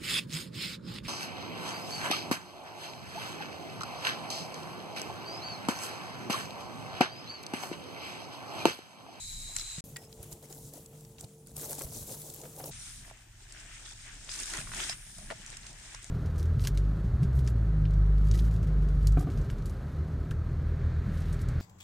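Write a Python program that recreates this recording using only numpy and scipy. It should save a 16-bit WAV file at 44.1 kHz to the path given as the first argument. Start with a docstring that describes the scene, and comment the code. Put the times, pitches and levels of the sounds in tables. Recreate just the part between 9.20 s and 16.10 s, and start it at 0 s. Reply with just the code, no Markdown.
"""A small electric model bulldozer shoves gravel outdoors, close to a handheld pair of microphones.
Hiss and short decaying tones make the gravel; noise bursts with ringing tones make clicks, knocks and thuds.
Wavering tones and narrow noise make the gears; behind lie low noise for wind and a far engine hum.
There are three stretches; the middle one sounds four times too fast, after a short silence,
with the far hum raised to four times its pitch."""
import sys
import numpy as np
from scipy import signal
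from scipy.fft import rfft, irfft, next_fast_len
from scipy.io import wavfile
from scipy.ndimage import uniform_filter1d

SR = 44100
rng = np.random.default_rng(int(sys.argv[2]) if len(sys.argv) > 2 else 0)


def undo_db(level):
    """Turn decibels back into plain size, where 20 dB means ten times bigger."""
    steps = np.asarray(level, float) / 20
    return 10 ** steps


def pcm_store(signal):
    """Save signal as 16-bit PCM."""
    levels = np.round(np.clip(np.atleast_2d(signal), -1, 1) * 32767)
    wavfile.write(sys.argv[1], SR, levels.astype(np.int16).T)


N = 304290
TIME_S = np.arange(N) / SR

# stretches of the scene: start_s, end_s, playing_speed
STRETCHES = [(0, .607, 1), (.64, 3.512, 4), (3.512, 6.9, 1)]
# work of the machine, one table per stretch: time_s, stone_rattle_db, track_thud_db
WORK = [
    [(0.0, -50, -74), (0.296, -50, -65), (0.45, -50.5, -68), (0.568, -49.5, -65.5), (0.605, -48.5, -64)],
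    [(0.64, -56.5, -55.5), (0.87, -67, -62), (1.04, -57.5, -56.5), (1.22, -63.5, -62.5), (1.45, -57, -60),
     (1.69, -65, -61.5), (1.91, -62.5, -62.5), (2.09, -66.5, -64.5), (2.31, -70.5, -68.5),
     (2.38, -55, -54.5), (2.53, -47.5, -56.5), (2.61, -55.5, -54.5), (2.75, -52.5, -57), (3.15, -56, -58),
     (3.46, -54.5, -51), (3.51, -59, -56)],
    [(3.52, -53.5, -70.5), (3.65, -51.5, -72), (3.86, -57.5, -67.5), (3.97, -63, -71.5),
     (4.21, -63.5, -74.5), (4.49, -55.5, -65.5), (4.75, -57.5, -71.5), (4.93, -53, -66), (5.07, -53, -64),
     (5.11, -48, -62.5), (5.27, -49, -65), (5.37, -49, -56), (5.51, -51, -64), (5.57, -42, -50.5),
     (5.7, -43, -60), (5.76, -57, -69.5), (5.95, -55.5, -71.5), (6.09, -55.5, -63), (6.38, -56.5, -67.5),
     (6.9, -54, -67.5)],
]
# relative colour of gravel and rumble, one table per stretch: pitch_hz, density_db
COLOUR = [
    [(15, -35), (25, 1), (111, -17), (326, -27), (545, -28), (1070, -20.5), (1190, -19.5), (2410, -14.5),
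     (3720, -18), (4080, -9), (4610, -23), (7920, -16), (12200, -32), (14800, -33), (16000, -53)],
    [(15, -47), (25, -8.5), (96, -3.5), (144, 3.5), (179, -7), (307, -11), (560, -9.5), (950, -16),
     (1870, -23), (2400, -22), (3400, -18), (4820, -17.5), (7420, -10), (15800, -19)],
    [(15, -54), (25, 8), (44, -8), (69, -11.5), (146, -10), (257, -19.5), (404, -23), (475, -30.5),
     (637, -23), (1210, -20.5), (1670, -13), (3300, -17), (4400, -24), (5140, -20), (9020, -17),
     (10600, -31.5), (15000, -40.5)],
]
# stereo width, one table per stretch: pitch_hz, side_minus_mid_db
WIDTH = [
    [(60, -29), (110, -11), (200, -13), (380, 1), (700, -3), (1290, -5), (2380, -5), (4400, -0.5),
     (8120, 0.5), (15000, -2)],
    [(60, -38), (110, -55), (200, -20), (380, -14), (700, -14.5), (1290, -4.5), (2380, 1.5), (4400, -5.5),
     (8120, -3.5), (15000, -0.5)],
    [(60, -26), (110, -11.5), (200, -12.5), (380, -2), (700, -0.5), (1290, -6.5), (2380, -0.5), (4400, 0.5),
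     (8120, -1.5), (15000, -2)],
]
# left minus right far up in the treble, one per stretch: lean_db
TREBLE_LEAN_DB = [1, 2.2, 2.1]
# rattle, scrape, thud and fizz of the gravel: low_hz, high_hz, grains_per_s, scatter_db,
# grain_share_db (over the hiss, before the rest and shove offsets), ring_s, flicker_db, flicker_per_s
GRAVEL_LAYERS = [(3500, 9700, 1500, 4, -4, .006, 1.5, 20), (1000, 3500, 600, 3, -5, .012, 1.5, 25),
                 (250, 1000, 300, 2.5, -8, .02, 2, 35), (9700, 16500, 1500, 4, -5, .004, 2, 15)]
# shoves, when gravel gives way abruptly: start_s, end_s, rise_db (before SHOVE_SHARES)
SHOVES = [(0.35, 0.426, 3.5), (0.816, 0.856, 4.5), (1.027, 1.046, 4), (1.112, 1.138, 6.5),
          (1.224, 1.26, 5.5), (1.298, 1.389, 4), (1.532, 1.587, 3.5), (1.987, 2.051, 8.5),
          (2.26, 2.32, 6.5), (2.359, 2.462, 5.5), (2.492, 2.534, 3.5), (2.582, 2.655, 7),
          (2.718, 2.834, 3.5), (2.867, 2.955, 4), (3.384, 3.403, 4.5), (3.454, 3.5, 6), (4.65, 4.738, 4.5),
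          (4.28, 4.416, 3.5), (5.098, 5.166, 4.5), (5.19, 5.246, 4), (5.252, 5.416, 4), (5.507, 5.725, 0.5),
          (6.27, 6.352, 3.5)]
# fraction of a shove's dB that reaches rattle, scrape, thud and fizz
SHOVE_SHARES = [0.85, 0.25, 0.057, 0.98]
# place of the scrape level between thud (0) and rattle (1), one per stretch
SCRAPE_RATTLE_SHARE = [0.39, 0.04, 0.5]
# scrape over that place, one per stretch: offset_db
SCRAPE_OVER_DB = [0, -10, 3.5]
# fizz change per dB of rattle, one per stretch
FIZZ_SLOPE = [0.73, 1.34, 0.67]
# fizz at the usual rattle with the gearbox at rest, one per stretch: level_db
FIZZ_DB = [-62, -55, -80]
# scattered faint ticks: ticks_per_s, scatter_db, ring_s, over_rattle_db
TICKS = (150, 3.5, .003, -12.5)
# stones clicking: time_s, peak_db, centre_hz
STONES = [(0.3636, -18, 7400), (0.385, -29, 5530), (0.396, -29, 5300), (0.7607, -33.5, 4680),
          (0.7665, -32.5, 7460), (0.9263, -42, 4060), (1.0286, -36, 11000), (1.1258, -36, 7250),
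          (1.3254, -37.5, 6940), (1.5359, -37, 11300), (1.6596, -39.5, 7800), (1.808, -43, 7600),
          (1.8487, -47, 5600), (1.9829, -46, 3900), (2.0083, -35, 7600), (2.042, -44.5, 4300),
          (2.2702, -41, 9150), (2.3655, -27.5, 8900), (2.3984, -43, 7460), (2.591, -32, 7700),
          (2.6876, -45, 7000), (2.7337, -35.5, 11000), (2.762, -34, 9200), (2.833, -41, 10100),
          (2.92, -34, 9000), (2.9023, -43, 8000), (3.0165, -35.5, 10200), (3.0999, -35, 7450),
          (3.2146, -36.5, 6930), (3.4401, -33.5, 5450), (3.458, -44, 7750), (3.475, -53, 10700),
          (4.3221, -35, 7500), (4.6598, -40, 3300), (5.0459, -38.5, 7400), (5.0913, -32.5, 3480),
          (5.119, -33, 5150), (5.1996, -33, 7600), (5.138, -31, 6150), (5.176, -40, 4570),
          (5.232, -29, 6600), (5.2574, -30, 8200), (5.275, -41, 7000), (5.3172, -37, 6460),
          (5.335, -29, 6840), (5.352, -32, 6100), (5.371, -33, 7000), (5.535, -39, 3050),
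          (5.546, -32, 7000), (5.638, -29, 5500), (5.2984, -37, 6500), (5.602, -29, 3360),
          (5.6955, -23, 5130), (5.9828, -35, 9030), (6.1015, -48, 2750), (6.3689, -33.5, 7460),
          (6.7466, -32.5, 5720)]
# single pebbles snapping, very short: time_s, peak_db, centre_hz
SNAPS = [(2.3808, -36, 9100), (2.4125, -31, 8960), (2.4957, -32, 7350), (2.5087, -24, 11900),
         (2.516, -28, 12900), (2.5229, -27, 11000), (2.5303, -26, 8660), (2.544, -39, 10600),
         (2.5515, -32, 11400), (2.6197, -26.5, 9000), (5.1158, -27, 6500), (3.139, -31, 12700),
         (3.1448, -31, 12900), (3.162, -37, 12500), (3.364, -37, 8950), (6.2123, -38, 7340),
         (6.2632, -28, 7100), (6.3021, -32, 7800), (6.432, -42, 3970), (6.4667, -32.5, 6320),
         (6.5296, -40, 7000), (6.829, -35.5, 8450), (6.8433, -31.5, 7700)]
# knocks on blade and frame, and in the fast stretch short thuds of the tracks: time_s, peak_db, centre_hz
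KNOCKS_AND_THUDS = [(0.363, -32, 2060), (0.583, -42, 2200), (0.762, -35.5, 1910), (2.375, -49, 503),
                    (2.431, -39.5, 540), (2.514, -39.5, 526), (2.527, -40.5, 890), (2.609, -33.5, 540),
                    (2.664, -46.5, 640), (2.72, -48, 682), (2.82, -48, 575), (2.89, -45, 475),
                    (2.94, -48.5, 927), (3.08, -47.5, 560), (3.235, -40.5, 640), (3.252, -42, 500),
                    (3.4, -37.5, 737), (3.437, -34, 538), (3.878, -50, 680), (3.9, -47, 1510),
                    (3.91, -42.5, 664), (5.088, -41, 1600), (5.337, -30.5, 1820), (5.35, -35, 1440),
                    (5.369, -37, 1320), (5.387, -39, 1440), (5.471, -36.5, 1420), (5.491, -41, 1560),
                    (5.535, -35.5, 1470), (5.517, -32.5, 1560), (5.695, -37, 740), (5.602, -38, 1370),
                    (5.984, -44.5, 744), (6.102, -28.5, 1850), (6.107, -30, 656), (6.111, -33, 1900),
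                    (6.119, -34, 640), (6.745, -38.5, 1120)]
# ringing modes of the blade: pitch_hz, relative_db, t60_s
BLADE_MODES = [(640, -3.5, 0.082), (1112, 5, 0.03), (1420, 3, 0.042), (1930, -3, 0.056), (2750, -3, 0.03)]
# the blade sings while it drags over stone: start_s, end_s, centre_hz, width_hz, relative_db
SINGING = [(0.784, 0.876, 5220, 262, -67.5), (4.65, 4.73, 3470, 250, -61), (5.093, 5.165, 5000, 300, -53),
           (5.34, 5.399, 1390, 200, -58), (5.6, 5.645, 1400, 200, -53), (5.601, 5.652, 3330, 450, -49),
           (5.689, 5.731, 5230, 500, -46), (6.009, 6.048, 660, 120, -62)]
# dull thumps through the ground: time_s, peak_db, centre_hz
THUMPS = [(0.582, -33.5, 154), (1.0, -40, 85.5), (2.042, -39.5, 121), (2.648, -35.5, 62.4),
          (2.768, -38, 141), (5.387, -36.5, 147)]
# gear whine while the blade lifts: time_s, pitch_hz, level_db
LIFT = [(0.0, 3925, -52), (0.07, 3885, -49), (0.145, 3935, -49), (0.195, 3870, -51), (0.24, 3842, -52),
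        (0.28, 3885, -48.5), (0.335, 3970, -52), (0.39, 3925, -51), (0.49, 3950, -50), (0.53, 3885, -48),
        (0.565, 3880, -51), (0.58, 3760, -59), (0.605, 3720, -61)]
# partials of that whine: pitch_multiple, relative_db
LIFT_PARTIALS = [(1, 0), (.976, -11), (1.025, -11), (1.055, -14), (2, -14)]
# thin drive whine of the fast stretch, one table per passage: time_s, level_db
DRIVE = [
    [(0.8, -75), (1.03, -82), (1.9, -94)],
    [(2.095, -80), (2.14, -65), (2.165, -76), (2.2, -67), (2.265, -74), (2.29, -65), (2.36, -70)],
]
# brief squeals of a slowing gear, one table each: time_s, pitch_hz, level_db
SQUEALS = [
    [(.642, 13400, -60), (.71, 12400, -62)],
    [(3.515, 6450, -63), (3.6, 5850, -59), (3.65, 5550, -63)],
]
# gearbox ring under load: start_s, end_s, relative_db (at the start), fade_db (by the end)
GEARBOX = [(3.52, 3.916, -43, 25), (5.06, 6.122, -50, 7)]
# resonances of the gear housing while the blade lifts: centre_hz, width_hz, relative_db
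HOUSING_MODES = [(2310, 400, -14.5), (5030, 80, -11.5), (6770, 290, -1.5), (7700, 1000, -1),
                 (7660, 160, -4), (9030, 460, -7)]
# course of the housing resonances: time_s, relative_db
HOUSING_COURSE = [(0.0, -52), (0.2, -55), (0.605, -52)]
# wind on the microphones, one table per stretch: time_s, level_db (at the usual thud)
WIND = [
    [(0.0, -48.5), (0.35, -48.5), (0.605, -48.5)],
    [(0.64, -53), (1.2, -57), (2.0, -55), (2.2, -56.5), (2.67, -49.5), (3.17, -56.5), (3.51, -59)],
    [(3.52, -49.5), (4.07, -55), (4.9, -55), (5.73, -48.5), (5.83, -54), (6.0, -50), (6.9, -55)],
]
# far engine hum: pitch_hz (at normal speed), level_db, waver_db
HUM = [(37.3, -57.5, 2.8), (49.2, -70, 3.5), (57.5, -74, 2.5), (69, -70.5, 4), (87, -70.5, 4),
       (111.7, -62.8, 1.6), (122.5, -73.5, 2.5)]

USUAL_RATTLE_DB, USUAL_THUD_DB = -55, -62


def work_levels(k, t):
    """Levels of rattle, scrape, thud and fizz in dB, driven by the work of the machine and gearbox load."""
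    rattle, thud = curve(WORK[k], t)
    share = SCRAPE_RATTLE_SHARE[k]
    scrape = SCRAPE_OVER_DB[k] + share * rattle + (1 - share) * thud
    load = sum(gearbox_load(t, start, end) for start, end, *_ in GEARBOX)
    fizz = FIZZ_DB[k] + FIZZ_SLOPE[k] * (rattle - USUAL_RATTLE_DB) + 17 * load  # dB
    return rattle, scrape, thud, fizz


def shove_rise(t):
    """Abrupt rises in dB as gravel gives way, with slightly softened edges."""
    return uniform_filter1d(sum(db * (t > start) * (t < end) for start, end, db in SHOVES), size=200)


def grains(rate, scatter_db, ring_s, lo_hz, hi_hz, size):
    """Pebbles ring briefly at their own pitch and side, a few much louder; mid (rms 1) and side."""
    at, pitch, side, big = rng.random((int(rate * size / SR), 4)).T[:, :, None]
    k = np.arange(int(ring_s * SR))
    decay = np.exp(-np.log(1000) * k / len(k))
    loudness = undo_db(scatter_db * np.minimum(-np.log(big), 4))
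    hz = lo_hz * (hi_hz / lo_hz) ** pitch
    ring = loudness * decay * np.sin(2 * np.pi * hz * k / SR)
    where = ((at * size).astype(int) + k).ravel()
    place = 3 ** .5 * (2 * side - 1)
    pair = np.array([np.bincount(where, (ring * weight).ravel(), size + len(k))[:size]
                     for weight in (1, place)])
    return pair / np.sqrt(np.mean(pair[0] ** 2))


def gravel(k, t):
    """Moving gravel: hiss plus ringing pebbles in four bands that jolt together, and faint ticks."""
    size, speed = len(t), STRETCHES[k][2]
    jolt_db = 0.86 * walk(30, size)
    shove_db = shove_rise(t)
    work_db = work_levels(k, t)
    out = np.zeros((2, size))
    for layer, db, reach in zip(GRAVEL_LAYERS, work_db, SHOVE_SHARES):
        lo_hz, hi_hz, rate, scatter_db, share_db, ring_s, flicker_db, flicker_rate = layer
        hiss = rng.standard_normal((2, size))
        pebbles = grains(rate, scatter_db, ring_s, lo_hz, hi_hz, size)
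        # pebbles stand out more from the hiss during a shove
        pebble_db = share_db - 6.5 + 1.1651 * shove_db
        flicker = flicker_db * walk(flicker_rate, size)
        level = undo_db(db + reach * shove_db + jolt_db + flicker)
        out += level * band(hiss + undo_db(pebble_db) * pebbles, lo_hz, hi_hz, k)
    rate, scatter_db, ring_s, over_db = TICKS
    ticks = grains(rate, scatter_db, ring_s, 5000, 9000 if speed == 1 else 15000, size)
    return out + undo_db(work_db[0] + shove_db + over_db) * band(ticks, 4000, 16500, k)


def hits(rows, t60, width, unlike, rise_s, modes=(), ring_db=-6):
    """Each blow is a decaying noise burst round its centre plus the ring of the struck thing; mid peak as listed."""
    size = SR // 7
    out = np.zeros((2, N + size))
    t = np.arange(size) / SR
    shape = np.minimum(t / rise_s, 1) * np.exp(-np.log(1000) * t / t60)
    for s, db, hz in rows:
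        a, b = rng.standard_normal((2, size))
        noise = np.array([a + unlike * b, a - unlike * b]) * shape
        edges = [hz / (1 + width), min(hz * (1 + width), .45 * SR)]
        burst = signal.sosfilt(signal.butter(1, edges, "band", fs=SR, output="sos"), noise)
        ring = np.zeros(size)
        # modes near the centre of the blow ring most; with no modes given, the centre itself rings
        for m_hz, m_db, m_t60 in modes or [(hz, 0, 2 * t60)]:
            level = undo_db(m_db - 13.7 * abs(np.log2(m_hz / hz)))
            ring += level * np.sin(2 * np.pi * m_hz * t) * np.exp(-np.log(1000) * t / m_t60)
        blow = burst / np.abs(burst.mean(axis=0)).max() + undo_db(ring_db) * ring / np.abs(ring).max()
        start = int(s * SR)
        out[:, start:start + size] += undo_db(db) * blow / np.abs(blow.mean(axis=0)).max()
    return out[:, :N]


def stone_clicks():
    """Stones click and pebbles snap: short bursts, each with a tone at its own centre."""
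    clicks = hits(STONES, 0.011, width=0.34, unlike=0.93, rise_s=0.0025, ring_db=-5.5)
    return clicks + hits(SNAPS, .007, width=0.3, unlike=0.5, rise_s=0.0004, ring_db=-9)


def knocks_and_track_thuds():
    """Knocks on blade and frame ring the blade modes; track thuds of the fast stretch ring at their centre."""
    start, end, _ = STRETCHES[1]
    thuds = [row for row in KNOCKS_AND_THUDS if start < row[0] < end]
    knocks = [row for row in KNOCKS_AND_THUDS if row not in thuds]
    out = hits(knocks, 0.031, width=0.15, unlike=0.68, rise_s=0.00092, modes=BLADE_MODES, ring_db=-2.5)
    return out + hits(thuds, 0.043, width=0.4, unlike=0.5, rise_s=0.004, ring_db=-3)


def ground_thumps():
    """Low blows through the ground, in which the tone far outweighs the noise."""
    return hits(THUMPS, 0.039, width=0.19, unlike=0.97, rise_s=0.013, ring_db=17.0)


def ringing(rows, modes):
    """Noise in narrow resonances, following the last column of rows in dB."""
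    span = (TIME_S > rows[0][0]) & (TIME_S < rows[-1][0])
    out = np.zeros((2, N))
    for hz, width, db in modes:
        noise = rng.standard_normal((2, span.sum())) * np.sqrt(SR / width)
        resonance = signal.butter(2, [hz - width / 2, hz + width / 2], "band", fs=SR, output="sos")
        out[:, span] += undo_db(db) * signal.sosfilt(resonance, noise)
    return out * undo_db(curve(rows, TIME_S)[-1])


def blade_singing():
    """Dragging over stone makes the blade sing: short spells of narrow noise."""
    return sum(ringing([(start, db), (end, db)], [(hz, width, 0)]) for start, end, hz, width, db in SINGING)


def whine(rows, partials, wobble, rough_db, rate, hz=None):
    """A gear tone whose pitch wobbles and whose level flutters, differently at each microphone."""
    span = (TIME_S > rows[0][0]) & (TIME_S < rows[-1][0])
    *pitch, db = curve(rows, TIME_S[span])
    size, out = span.sum(), np.zeros((2, N))
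    phase = 2 * np.pi * np.cumsum((hz or pitch[0]) * (1 + wobble * walk(rate, size))) / SR
    tone = [sum(undo_db(p_db + rough_db * walk(rate, size)) * np.sin(m * phase + turn) for m, p_db in partials)
            for turn in (0, 1)]
    fades = signal.windows.tukey(size, 800 / size)
    out[:, span] = np.sqrt(2) * fades * undo_db(db) * np.array(tone)
    return out


def gear_whines():
    """Gears turning: the blade lift, the thin fast drive and the squeals of a slowing gear."""
    out = whine(LIFT, LIFT_PARTIALS, wobble=.0008, rough_db=1.5, rate=40)
    for rows in DRIVE:
        out += whine(rows, [(1, 0)], wobble=.0003, rough_db=1.5, rate=40, hz=9906)
    for rows in SQUEALS:
        out += whine(rows, [(1, 0)], wobble=.009, rough_db=4, rate=150)
    return out


def gearbox_load(t, start, end):
    """0 at rest, rising over 0.12 s to 1 while the gearbox is loaded."""
    return np.clip((t - start) / 0.12, 0, 1) * (t < end)


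def gearbox_ring():
    """The loaded gearbox rings as narrow noise that fades steadily by fade_db, then stops."""
    out = np.zeros((2, N))
    for start, end, db, fade_db in GEARBOX:
        ring = ringing([(start, db), (end, db - fade_db)], [(9280, 500, -3)])
        out += gearbox_load(TIME_S, start, end) * ring
    return out


def housing_ring():
    """Blurred ringing of the gear housing while the blade lifts."""
    return ringing(HOUSING_COURSE, HOUSING_MODES)


def wind_rumble(k, t):
    """Gusty low noise of wind on the microphones; the ground shakes with the track thud too."""
    thud = curve(WORK[k], t)[1]
    gust_db = 2.5 * walk(11.93, len(t))
    rumble_db = curve(WIND[k], t)[0] + 0.42 * (thud - USUAL_THUD_DB) + gust_db
    return undo_db(rumble_db) * band(rng.standard_normal((2, len(t))), 20, 250, k)


def engine_hum(speed, size):
    """A far engine: low tones wavering in pitch and level, with pitch multiplied by the playing speed."""
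    out = np.zeros(size)
    for hz, db, waver_db in HUM:
        wobble = 1 + .004 * walk(4, size)
        level = np.sqrt(2) * undo_db(db + waver_db * walk(14, size))
        out += level * np.sin(2 * np.pi * np.cumsum(speed * hz * wobble) / SR)
    return out


def microphone_hiss():
    """Self-noise of each microphone, tilted to the treble by differencing."""
    return undo_db(-73) * np.diff(rng.standard_normal((2, N + 1)))


def microphone_top(blows):
    """The microphones dull the blows above 9900 Hz."""
    return signal.sosfilt(signal.butter(6, 9900, fs=SR, output="sos"), blows)


def band(pair, lo_hz, hi_hz, k):
    """Mid and side given the colour and width of stretch k in one band; left and right, mid rms 1."""
    size = next_fast_len(pair.shape[1])
    hz = np.arange(size // 2 + 1) * SR / size
    edges = (1 + (lo_hz / (hz + 1)) ** 16) * (1 + (hz / hi_hz) ** 16)
    mid, side = rfft(pair, size) * undo_db(over_hz(COLOUR[k], hz)) / np.sqrt(edges)
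    side = side * undo_db(over_hz(WIDTH[k], hz))
    lean = undo_db(TREBLE_LEAN_DB[k] * hz / (hz + 1500) / 2)
    out = irfft([(mid + side) * lean, (mid - side) / lean], size)[:, :pair.shape[1]]
    return out / np.sqrt(np.mean(out.mean(axis=0) ** 2))


def walk(rate, size):
    """Random levels held 1 / rate s and smoothed twice; spread near 1."""
    k = int(SR / rate)
    held = np.repeat(rng.standard_normal(size // k + 1), k)
    return 1.415 * uniform_filter1d(uniform_filter1d(held, k), k)[:size]


def curve(rows, t):
    """Columns of a table, joined by straight lines in time."""
    s, *columns = np.transpose(rows)
    return [np.interp(t, s, c) for c in columns]


def over_hz(rows, hz):
    """Levels of a pitch_hz, level_db table read on a log-frequency axis."""
    table_hz, db = np.transpose(rows)
    return np.interp(np.log(hz + 1), np.log(table_hz), db)


def scene():
    """The three stretches in time, with whines, clicks, knocks and thuds on top."""
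    out, heard = np.zeros((2, N)), np.zeros(N)
    blows = stone_clicks() + knocks_and_track_thuds() + ground_thumps()
    # in the fast stretch the microphones' upper edge lies above hearing
    dull = microphone_top(blows)
    for k, (start, end, speed) in enumerate(STRETCHES):
        span = (TIME_S >= start) & (TIME_S < end)
        t = TIME_S[span]
        out[:, span] = gravel(k, t) + wind_rumble(k, t) + engine_hum(speed, len(t))
        out[:, span] += (dull if speed == 1 else blows)[:, span]
        heard[span] = 1
    out += blade_singing() + gear_whines() + gearbox_ring() + housing_ring() + microphone_hiss()
    # the stretches at normal speed end at 15200 Hz
    slow = (TIME_S < STRETCHES[0][1]) | (TIME_S > STRETCHES[2][0])
    slow_top = signal.ellip(8, .2, 60, 15200, fs=SR, output="sos")
    out[:, slow] = signal.sosfilt(slow_top, out)[:, slow]
    return out * uniform_filter1d(heard, size=60, mode="nearest")


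def top_cut(x):
    """Nothing passes above the cut-off."""
    return signal.sosfilt(signal.butter(12, 16480, fs=SR, output="sos"), x)


def record(dry):
    """The top is cut steeply at 15900 Hz."""
    mix = signal.sosfilt(signal.ellip(8, .2, 70, 15900, fs=SR, output="sos"), dry)
    return top_cut(mix)


dry = scene()
out = record(dry)
pcm_store(out)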